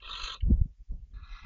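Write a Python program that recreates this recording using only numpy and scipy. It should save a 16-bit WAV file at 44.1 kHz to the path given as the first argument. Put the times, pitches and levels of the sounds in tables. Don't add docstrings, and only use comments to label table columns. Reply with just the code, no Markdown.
import sys
import numpy as np
from scipy import signal
from scipy.fft import rfft, irfft
from scipy.io import wavfile
from scipy.ndimage import uniform_filter1d

SR = 44100
rng = np.random.default_rng(int(sys.argv[2]) if len(sys.argv) > 2 else 0)


def ratio(d):
    e = np.asarray(d, float) / 20
    return 10 ** e


def waveform_to_disk(signal):
    frames = np.transpose(np.atleast_2d(signal))
    scaled = np.clip(frames, -1, 1) * 32767
    samples = np.round(scaled).astype(np.int16)
    wavfile.write(sys.argv[1], SR, samples)


N = 63945
T = np.arange(N) / SR


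def curve(rows):
    return np.interp(T, *np.array(rows).T)


def unit(x):
    return x / np.sqrt(np.mean(x ** 2))


def walk(rate_hz):
    length = max(int(SR / rate_hz), 2)
    wander = uniform_filter1d(uniform_filter1d(rng.standard_normal(N), length), length)
    return unit(wander - wander.mean())


def ring(x, hz, width_hz):
    edges = [hz - width_hz / 2, hz + width_hz / 2]
    return signal.sosfilt(signal.butter(3, edges, "band", fs=SR, output="sos"), x)


def owl(effort, top_db, throat, flutter_hz, flutter_depth, flicker_db):
    breathing = (T >= effort[0][0]) & (T <= effort[-1][0])
    effort_db = np.where(breathing, curve(effort), -150)
    phase = 2 * np.pi * np.cumsum(flutter_hz * (1 + 0.047 * walk(8.7))) / SR
    grains = rng.standard_normal(N) * ratio(1.5 * walk(330))
    breath = grains * (1 + flutter_depth * np.cos(phase))
    rings = [ring(breath, hz, width_hz) * ratio(db) for hz, width_hz, db, _ in throat]
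    size = np.sqrt(np.mean(sum(rings) ** 2))
    above_top_db = np.clip(effort_db - top_db, -30, 6)
    rasp = 0
    for voice, (_, _, _, extra) in zip(rings, throat):
        rasp = rasp + voice * ratio(effort_db + extra * above_top_db + flicker_db * walk(40))
    return rasp / size


# (time [s], effort [dB])
NEAR_EFFORT = [(0, -85.5), (.014, -74.5), (.028, -56), (.045, -49), (.1, -42.5), (.2, -40), (.25, -38.5),
               (.3, -40), (.345, -40.5), (.366, -57), (.392, -86.5)]
# (frequency [Hz], width [Hz], level [dB], extra level per effort [dB/dB])
NEAR_THROAT = [(480, 277, -21, -0.8), (1151.6, 294, -5.5, -0.39), (1291.3, 100, -1.5, 0),
               (1584, 125, -6.5, 1), (1855, 150, -14, 0), (2196, 180, -13.5, 2), (2610, 230, -7.5, -0.72),
               (3310, 550, -1.5, 0), (3766, 520, -3.5, -0.4), (4008, 300, 0.5, 3.24), (4556, 360, -15, 1.4),
               (6450, 800, -15.5, 3), (6810, 470, -20, 2.5)]


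def near_owl():
    return owl(NEAR_EFFORT, top_db=-39, throat=NEAR_THROAT,
               flutter_hz=45.6, flutter_depth=0.33, flicker_db=2.6)


# (time [s], effort [dB])
FAR_EFFORT = [(1.134, -96), (1.139, -67), (1.21, -65.5), (1.29, -57), (1.375, -54.5), (1.4, -54.5),
              (1.42, -56), (1.45, -54.5)]
# (frequency [Hz], width [Hz], level [dB], extra level per effort [dB/dB])
FAR_THROAT = [(851, 235, -6, 0.55), (1269, 320, -1, -.5), (1686, 67, -6, -0.86), (2039, 170, 1, 0.29),
              (2520, 290, -1, 0.07), (3250, 410, -4.5, 1), (3906, 460, -3, 0.019), (4750, 350, -16, 0.97),
              (5150, 660, -11.5, 1), (5860, 447, -14.5, .8), (7000, 150, -49, .3)]


def far_owl():
    return owl(FAR_EFFORT, top_db=-49.5, throat=FAR_THROAT,
               flutter_hz=50, flutter_depth=0.098, flicker_db=3.1)


# (time [s], drive level [dB])
SNAPS = [(.001, -58.5), (0.4035, -59.5), (.407, -54), (0.427, -73.5)]
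# (frequency [Hz], width [Hz], level [dB])
BEAK = [(1660, 100, -10), (2156, 380, -5), (2920, 430, 1.5), (4120, 500, -18.5), (4400, 170, -19.5)]


def snaps():
    t60_s = 0.022
    strength = sum(ratio(db) * (T > s) * 1000. ** (-np.maximum(T - s, 0) / t60_s) for s, db in SNAPS)
    scrape = strength * rng.standard_normal(N)
    return sum(ratio(db) * np.sqrt(SR / width_hz) * ring(scrape, hz, width_hz) for hz, width_hz, db in BEAK)


def peep():
    centre_s, length_s, level_db = 1.122, 0.0098, -81
    centre_hz, fall_hz_per_s = 3200, 30000
    t = T - centre_s
    swell = np.exp(-(t / length_s) ** 2)
    return ratio(level_db) * swell * np.sin(2 * np.pi * (centre_hz * t - fall_hz_per_s * t ** 2 / 2))


# (time [s], level [dB], swing frequency [Hz], length at half height [cycles])
PUFFS = [(0.069, -39.5, 30.27, 0.58), (0.241, -29, 30, 0.61), (.435, -18, 59.7, 0.7),
         (.455, -26.5, 61.13, .6), (.48, -33.5, 44.65, .6), (.488, -26.5, 145.6, 1.8),
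         (0.508, -15, 212, 1.6), (0.509, -33, 338, 5.5), (0.513, -40, 480, 3.1), (0.522, -15.5, 71.7, 1.2),
         (.539, -25, 50, 0.56), (0.553, -21, 60.1, .7), (0.58, -25.5, 35.15, 0.67), (.617, -10.5, 61, 0.42),
         (.641, -26, 30.3, .9), (.659, -28, 112.4, 0.52), (0.81, -41, 45.8, 0.8), (0.911, -36, 55, 0.86),
         (1, -42.5, 87.7, 0.64), (1.031, -36.5, 44.8, 1.06), (1.17, -34.5, 54.4, 0.71),
         (1.231, -34, 53.6, 0.72), (1.332, -33.5, 35.5, 1.52)]


def puffs():
    pressure = 0
    for s, db, hz, cycles in PUFFS:
        swings = (T - s) * hz
        envelope = 1 / (1 + (swings / cycles) ** 2 * 1.61) ** 2
        pressure = pressure - ratio(db) * np.cos(2 * np.pi * swings) * envelope
    return pressure


def coloured(points):
    hz, db = np.array(points).T
    f = np.fft.rfftfreq(N, 1 / SR) + 1
    gain = ratio(np.interp(np.log(f), np.log(hz), db, left=-60))
    return unit(irfft(rfft(rng.standard_normal(N)) * gain, N))


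# (time [s], level [dB])
DRAUGHT_LEVEL = [(0, -59), (.05, -48), (.26, -46), (.29, -57.5), (.35, -48), (.39, -51.5), (.43, -39),
                 (.51, -24), (.58, -37), (.62, -28), (.67, -39.5), (.71, -51.5), (.77, -60.5), (.82, -50),
                 (.87, -72.5), (.91, -43), (1.04, -49), (1.1, -62.5), (1.14, -45), (1.24, -50.5),
                 (1.28, -47), (1.33, -57.5), (1.39, -55.5), (1.45, -36.5)]
# (frequency [Hz], density [dB per Hz])
DRAUGHT_SPECTRUM = [(12, -20), (25, -2), (50, -1), (100, -22.5), (200, -28), (300, -41), (500, -48.5),
                    (900, -60.5), (2000, -84.5)]


def draught():
    gust_db, gust_hz = 4.5, 25.7
    return coloured(DRAUGHT_SPECTRUM) * ratio(curve(DRAUGHT_LEVEL) + gust_db * walk(gust_hz))


def chamber(birds):
    t60_s, level_db = 0.11, -14
    tail = unit(rng.standard_normal(N) * 1000. ** (-T / t60_s)) / np.sqrt(N)
    return ratio(level_db) * signal.fftconvolve(birds, tail)[:N]


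def hiss():
    level_db, flicker_db = -85.5, 2.1
    bands = [ring(rng.standard_normal(N), hz, 700) * ratio(flicker_db * walk(30))
             for hz in range(700, 7400, 700)]
    return ratio(level_db) * unit(sum(bands))


def following_noise(dry):
    return ratio(-63.5) * np.abs(dry) * rng.standard_normal(N)


def scene():
    birds = near_owl() + far_owl() + snaps() + peep()
    air = puffs() + draught()
    return (birds + chamber(birds) + air)[None]


def band_limit(x):
    return signal.sosfilt(signal.butter(12, 7400, fs=SR, output="sos"), x)


def record(dry):
    noisy = dry + hiss() + following_noise(dry)
    mix = signal.sosfilt(signal.ellip(8, 0.2, 45, 7350, fs=SR, output="sos"), noisy)
    return band_limit(mix)


dry = scene()
out = record(dry)
waveform_to_disk(out)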